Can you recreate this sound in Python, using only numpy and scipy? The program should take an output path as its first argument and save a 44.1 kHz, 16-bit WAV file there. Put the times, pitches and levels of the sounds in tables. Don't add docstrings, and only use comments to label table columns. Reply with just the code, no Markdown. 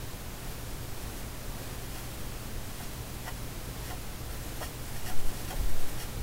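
import sys
import numpy as np
from scipy import signal
from scipy.fft import rfft, irfft, next_fast_len
from scipy.io import wavfile

SR = 44100
rng = np.random.default_rng(int(sys.argv[2]) if len(sys.argv) > 2 else 0)


def int16_out(signal):
    q = np.round(np.clip(np.atleast_2d(signal).T, -1, 1) * 32767)
    wavfile.write(sys.argv[1], SR, q.astype(np.int16))


N = 274302
N_FFT = next_fast_len(N, real=True)
TIME_S = np.arange(N) / SR
FREQ_HZ = np.maximum(np.fft.rfftfreq(N_FFT, 1 / SR), 1)

# (frequency [Hz], relative density [dB])
ROOM_SPECTRUM = [(8, 1), (30, -0.5), (50, -4), (80, -8), (150, -13), (300, -17), (600, -22), (1000, -25),
                 (2000, -29), (4000, -31.5), (8000, -33.5), (15500, -34.5)]
# (start [s], end [s], relative level [dB])
SLIDES = [(0.377, .62, -54), (.97, 1.29, -51), (1.56, 2.2, -52.5), (2.62, 3.323, -53), (3.6, 3.9, -57),
          (4.28, 4.727, -50.5), (4.817, 6.13, -50)]
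# (frequency [Hz], relative level [dB])
PAPER_SPECTRUM = [(200, 8.5), (600, -27), (1500, 2.5), (2900, -1), (3700, -1.5), (5400, -1.5), (7500, -0.5),
                  (10500, 0), (12000, -1), (13400, -1), (15500, -5)]
# (frequency [Hz], width [Hz], relative level [dB])
DESK_MODES = [(523, 59, -2.5), (715, 156, 4), (815, 57, 0.5), (992, 87, -1.5), (1352, 160, -3),
              (1803, 99, -18), (1855, 205, -4), (2296, 120, -15.5), (2834, 51, -9), (3200, 150, -37)]
# (centre [s], half length [s], level [dB])
HAND_SHIFTS = [(.53, .06, -52), (1.09, 0.076, -51), (1.66, 0.13, -50.5), (5.42, 0.23, -50),
               (5.95, 0.14, -50)]
# (frequency [Hz], relative level [dB])
SKIN_SPECTRUM = [(60, -6), (160, -2), (450, 0), (800, -9.5), (1500, -13.5), (4000, -18), (15000, -50)]
# (centre [s], half length [s], level [dB])
STROKES = [(0.513, 0.019, -51), (1.963, 0.035, -49), (2.818, 0.026, -49), (3.277, 0.017, -46),
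           (3.886, 0.038, -46), (4.343, .025, -52), (4.64, 0.022, -41.5), (4.968, 0.016, -48),
           (5.08, 0.02, -41), (5.384, 0.02, -48), (5.505, 0.021, -42.5), (6.015, 0.023, -41.5)]
# (frequency [Hz], width [Hz], relative level [dB])
BARREL_MODES = [(1900, 260, -2), (2520, 260, 0), (2850, 280, 3), (3220, 320, 3), (4480, 350, -1),
                (5500, 1100, -3)]
# (centre [s], half length [s], level [dB], pitch [ratio], hardness [dB/octave], sweep [s/octave])
LANDINGS = [(1.974, .018, -51, 1.08, 1, 0.0038), (2.802, 0.01, -50, 1.1, 1, 0),
            (3.278, 0.013, -38, 1.05, 2.5, 0.0035), (3.913, 0.012, -40.5, 1.05, 1, -0.015),
            (4.614, 0.0032, -35.5, .92, -8, 0.0013), (4.625, 0.0088, -38, 1, 3, .006),
            (5.1, 0.021, -43.5, 1.04, 2, -0.0068), (5.517, 0.011, -38.5, 1.08, -5.5, -.003)]
# (centre [s], half length [s], level [dB], corner [Hz])
RUMBLE_SWELLS = [(5.268, 0.068, -17.5, 4.7), (5.633, 0.03, -23.5, 23), (5.725, 0.11, -19, 6.4),
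                 (6.21, 0.033, -31.5, 41)]


def undb(db):
    return 10 ** (np.asarray(db) / 20)


def rms(x):
    return np.sqrt(np.mean(x ** 2))


def unit(x):
    return x / rms(x)


def noise():
    return rng.standard_normal(N)


def shape(x, response):
    return unit(irfft(rfft(x, N_FFT) * response, N_FFT)[:N])


def colour(points):
    hz, db = np.transpose(points)
    return undb(np.interp(np.log(FREQ_HZ), np.log(hz), db))


def wander(corner_hz):
    return shape(noise(), 1 / (1 + (FREQ_HZ / corner_hz) ** 4))


def swell(centre_s, half_s):
    return np.exp(-.5 * ((TIME_S - centre_s) / half_s) ** 2)


def room_noise(level_db=-38, drift_db=0.26):
    return shape(noise(), colour(ROOM_SPECTRUM)) * undb(level_db + drift_db * wander(2.7))


def mains_hum(hum_hz=119.9, level_db=-48.5, waver_db=1.5, waver_rad=0.11):
    tone = unit(np.sin(2 * np.pi * hum_hz * TIME_S + waver_rad * wander(8)))
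    return tone * undb(level_db + waver_db * wander(6.4))


def slide_force(start_s, end_s, attack_s=0.022, release_s=0.04):
    rise = 1 + np.tanh((TIME_S - start_s) / (2 * attack_s))
    fall = 1 + np.tanh((end_s - TIME_S) / (2 * release_s))
    return rise * fall / 4


def slips(rate_hz, scatter_db):
    clicks = (rng.random(N) < rate_hz / SR) * np.sign(noise())
    return unit(clicks * undb(scatter_db * noise()))


def ringing(modes, pitch=1):
    return sum(undb(db) / (1 + 2j * (FREQ_HZ - hz * pitch) / width_hz) ** 2
               for hz, width_hz, db in modes)


def paper_rub(desk_db=-8, gain_db=-1, uneven_db=2.14):
    fibres = slips(rate_hz=9000, scatter_db=2)
    force = sum(undb(db) * slide_force(start_s, end_s) for start_s, end_s, db in SLIDES)
    force *= undb(gain_db + uneven_db * wander(30))
    paper = shape(fibres, colour(PAPER_SPECTRUM))
    desk = undb(desk_db) * shape(noise(), ringing(DESK_MODES))
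    return force * (paper + desk)


def hand_brush():
    force = sum(undb(db) * swell(centre_s, half_s) for centre_s, half_s, db in HAND_SHIFTS)
    return force * shape(noise(), colour(SKIN_SPECTRUM))


def tip_rasp(desk_db=-13, barrel_db=-7, uneven_db=0.2):
    power = sum((undb(db) * swell(centre_s, half_s)) ** 2 for centre_s, half_s, db in STROKES)
    fibres = slips(rate_hz=7000, scatter_db=5)
    force = np.sqrt(power) * undb(-uneven_db * wander(90))
    paper = shape(fibres, colour(PAPER_SPECTRUM))
    desk = undb(desk_db) * shape(fibres, ringing(DESK_MODES))
    barrel = undb(barrel_db) * shape(fibres, ringing(BARREL_MODES))
    return force * unit(paper + desk + barrel)


def tip_judder(pivot_hz=1000):
    out = np.zeros(N)
    octaves = np.log2(np.clip(FREQ_HZ, 400, 4000) / pivot_hz)
    for centre_s, half_s, db, pitch, hardness_db_per_oct, sweep_s_per_oct in LANDINGS:
        force = swell(centre_s, half_s)
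        delay_s = sweep_s_per_oct * octaves
        sweep = np.exp(-2j * np.pi * np.cumsum(delay_s) * SR / N_FFT)
        response = ringing(DESK_MODES, pitch) * undb(hardness_db_per_oct * octaves) * sweep
        ring = shape(force * slips(rate_hz=1500, scatter_db=1.5), response)
        out += undb(db) * rms(force) * ring
    return out


def deep_rumble():
    out = np.zeros(N)
    for centre_s, half_s, db, corner_hz in RUMBLE_SWELLS:
        envelope = swell(centre_s, half_s)
        ratio = FREQ_HZ / corner_hz
        band = ratio / (1 + ratio ** 2) ** 2
        out += undb(db) * rms(envelope) * shape(envelope * noise(), band)
    return out


def add_reflections(x, t60_s=0.14, wet_db=-11, gap_s=0.004):
    t = TIME_S[:SR // 2]
    tail = rng.standard_normal(len(t)) * undb(-60 * t / t60_s) * (t > gap_s)
    return x + undb(wet_db) * signal.fftconvolve(x, tail / np.linalg.norm(tail))[:N]


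def scene():
    writing = tip_rasp() + paper_rub() + hand_brush() + tip_judder()
    mono = add_reflections(writing) + room_noise() + mains_hum() + deep_rumble()
    return np.array([mono, mono])


def record(dry):
    cutoff_hz = 15750
    return signal.sosfilt(signal.ellip(12, .1, 70, cutoff_hz, fs=SR, output="sos"), dry)


dry = scene()
out = record(dry)
int16_out(out)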